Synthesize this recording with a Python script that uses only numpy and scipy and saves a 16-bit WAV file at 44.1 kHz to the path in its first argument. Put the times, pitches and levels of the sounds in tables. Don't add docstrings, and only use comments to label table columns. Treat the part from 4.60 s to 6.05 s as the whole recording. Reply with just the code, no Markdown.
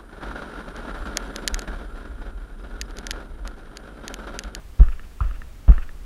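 import sys
import numpy as np
from scipy import signal
from scipy.fft import rfft, irfft, next_fast_len
from scipy.io import wavfile

SR = 44100
rng = np.random.default_rng(int(sys.argv[2]) if len(sys.argv) > 2 else 0)


def put_to_file(sound):
    columns = np.atleast_2d(sound).T
    safe = np.clip(columns, -1, 1)
    whole_steps = np.round(safe * 32767)
    wavfile.write(sys.argv[1], SR, whole_steps.astype(np.int16))


N = 63945

# start in seconds, boom level in dB, boom pitch in Hz, floor ring in dB,
# ring length factor, sole slap in dB, hallway tail in dB.
STAMPS = [(0.1933, 24, 40.37, 5.5, 0.87, -32, -43.5), (0.607, 10, 66.2, -6.5, 1.67, -46.5, -43.5),
          (1.0806, 24.5, 42.2, 4.5, 0.91, -28.5, -40)]
# frequency in Hz, gain in dB.
CLOTH_SPECTRUM = [(300, -13), (800, -23), (1350, 6), (1800, 0), (2100, -4.5), (2600, 1.5), (3300, -13.5),
                  (5000, -24), (10000, -33)]


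def amp(db):
    return 10 ** (np.asarray(db) / 20)


def since(start):
    return np.maximum(np.arange(N) / SR - start, 0)


def burst(t, rise, hold, t60):
    return (1 - np.exp(-(t / rise) ** 2)) * 1000. ** (-np.maximum(t - hold, 0) / t60)


def ring(t, hz, t60, rise):
    return np.sin(2 * np.pi * hz * t) * burst(t, rise, 0, t60)


def filtered(x, response):
    size = next_fast_len(N + SR // 2)
    return irfft(rfft(x, size) * response(np.fft.rfftfreq(size, 1 / SR)), size)[:N]


def noise(spectrum):
    points_hz, db = np.transpose(spectrum)
    white = rng.standard_normal(N)
    coloured = filtered(white, lambda hz: amp(np.interp(np.log(hz + 1), np.log(points_hz), db)))
    return coloured / coloured.std()


def hum_and_hiss():
    # frequency in Hz, gain in dB.
    hum_spectrum = [(10, -4), (22, 5), (40, -2), (62, -6), (90, -14.5), (140, -25.5), (300, -37.5),
                    (1000, -68)]
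    hiss_spectrum = [(100, 2.5), (300, -1.5), (600, -7), (950, -10.5), (1350, -10), (2000, -13),
                     (4000, -18.5), (8000, -22.5), (15500, -27.5)]
    return amp(-36) * noise(hum_spectrum) + amp(-51.5) * noise(hiss_spectrum)


def sole_slaps():
    # frequency in Hz, gain in dB.
    scuff_spectrum = [(300, -19), (600, -2), (950, -3), (1400, -0.5), (2100, -15.5), (2800, -11),
                      (4500, -29), (9000, -47)]
    slap_spectrum = [(60, -8.5), (175, 1.5), (270, 0), (370, 0), (500, -8.5), (600, -8), (720, -7.5),
                     (900, -16), (1300, -10.5), (2100, -28.5), (2900, -33), (4200, -46.5), (10000, -63.5)]
    tail_spectrum = [(100, -6), (250, -7), (600, -3), (900, -7), (1300, 3), (1800, -5), (2100, -15.5),
                     (2700, -9), (4500, -34), (9000, -44)]
    scuff, slap, tail = np.zeros((3, N))
    for start, *_, slap_db, tail_db in STAMPS:
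        t = since(start - 0.0025)
        scuff += amp(-42.5) * burst(t, rise=0.0012, hold=0.012, t60=0.059)
        slap += amp(slap_db) * burst(t, rise=0.0027, hold=0.015, t60=0.077)
        tail += amp(tail_db) * burst(since(start), rise=0.019, hold=0, t60=0.63)
    return slap * noise(slap_spectrum) + tail * noise(tail_spectrum) + scuff * noise(scuff_spectrum)


def floor_booms():
    # pitch in Hz, dB relative to the boom, t60 and swell in seconds.
    heel_modes = [(174, -41, .09, 0.016), (373.2, -52, .11, 0.013), (712.6, -61, 0.17, .01)]
    # pitch in Hz, relative level in dB, base t60 and swell in seconds.
    floor_modes = [(14.85, -7, 0.57, 0.049), (30.7, -6, 0.35, 0.051), (50.99, -5.5, 0.25, 0.017),
                   (94.7, -13.5, .1, 0.0083)]
    decay_cycles, swell_cycles = 3.5, 1.05
    out = np.zeros(N)
    for start, boom_db, boom_hz, ring_db, length, _, _ in STAMPS:
        t = since(start)
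        decay, swell = decay_cycles / boom_hz, swell_cycles / boom_hz
        boom = ring(t, boom_hz, decay, swell)
        sag = amp(-15.5) * ring(t, 0.334 * boom_hz, decay, swell)
        heel = sum(amp(db) * ring(t, hz, t60, rise) for hz, db, t60, rise in heel_modes)
        floor = sum(amp(db) * ring(t, hz, length * t60, rise) for hz, db, t60, rise in floor_modes)
        out += amp(boom_db) * (boom + sag + heel) + amp(ring_db) * floor
    return out


def loose_ticks():
    # start in seconds, level in dB, dull knock trim in dB, bright ping trim in dB.
    hits = [(0.2312, -24, 2.5, -7), (0.2843, -28, 1, 0.5), (0.3941, -29, -1, 1.5), (0.643, -32, -2, -12),
            (0.7102, -28.5, -1.5, -6.5), (0.8173, -32, 2.5, 7.5), (1.1192, -23, -7.5, -4.5),
            (1.1795, -22, 2.5, -0.5), (1.2908, -34, 1, 7)]
    # pitch in Hz, relative level in dB, t60 in seconds.
    knock_modes = [(227.3, -12.5, 0.047), (321, -12.5, 0.027), (493, -17, 0.035)]
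    clack_modes = [(1274, -2, 0.017)]
    ping_modes = [(1767, -2.5, 0.017), (2750, -8.5, 0.0081), (3750, -19, 0.01)]
    rise_s, detune = 0.0011, 0.012

    def strike(t, modes):
        return sum(amp(db) * ring(t, hz * rng.normal(1, detune), t60, rise_s) for hz, db, t60 in modes)

    out, grit = np.zeros(N), noise(CLOTH_SPECTRUM)
    for start, level_db, knock_db, ping_db in hits:
        t = since(start)
        knock = amp(knock_db) * strike(t, knock_modes)
        clack = strike(t, clack_modes)
        ping = amp(ping_db) * strike(t, ping_modes)
        crack = amp(-12.5) * grit * burst(t, rise_s, hold=0, t60=0.016)
        out += amp(level_db) * (knock + clack + ping + crack)
    return out


def clothing_rustles():
    # centre in seconds, level in dB, half width in seconds.
    brushes = [(0.328, -46.5, 0.0089), (0.444, -56.5, 0.011), (0.753, -51, 0.013), (1.143, -47.5, 0.0073),
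               (1.228, -46, 0.0088)]
    t = np.arange(N) / SR
    swells = sum(amp(db) * np.exp(-0.5 * ((t - centre) / width) ** 2) for centre, db, width in brushes)
    return swells * noise(CLOTH_SPECTRUM)


def wet_squeak():
    from_hz, to_hz, glide_s = 914, 1398, 0.002
    t = since(0.6052)
    hz = to_hz + (from_hz - to_hz) * np.exp(-t / glide_s)
    phase = 2 * np.pi * np.cumsum(hz * (t > 0)) / SR
    tone = np.sin(phase) + amp(-29) * np.sin(2 * phase)
    return amp(-22) * tone * burst(t, rise=0.00042, hold=0.0023, t60=0.03)


def hallway(x):
    tail = rng.standard_normal(N) * burst(since(0), rise=0.0019, hold=0, t60=0.18)
    return signal.fftconvolve(x, tail / np.linalg.norm(tail))[:N]


def scene():
    squeak, ticks = wet_squeak(), loose_ticks()
    reverb = amp(-10) * hallway(squeak + amp(-6) * ticks)
    bed = hum_and_hiss()
    return (floor_booms() + sole_slaps() + squeak + ticks + clothing_rustles() + reverb + bed)[None]


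def record(dry):
    # frequency in Hz, gain in dB.
    faint_hiss_spectrum = [(1000, -2), (15500, -5.5)]
    preamp_ceiling, coupling_hz, top_hz = 1.03, 23.8, 15800
    clipped = np.clip(dry[0], -preamp_ceiling, preamp_ceiling)
    tilted = signal.lfilter(*signal.butter(1, coupling_hz, "high", fs=SR), clipped)
    with_hiss = np.clip(tilted, -1, 1) + amp(-67) * noise(faint_hiss_spectrum)
    return filtered(with_hiss, lambda hz: hz < top_hz)[None]


dry = scene()
out = record(dry)
put_to_file(out)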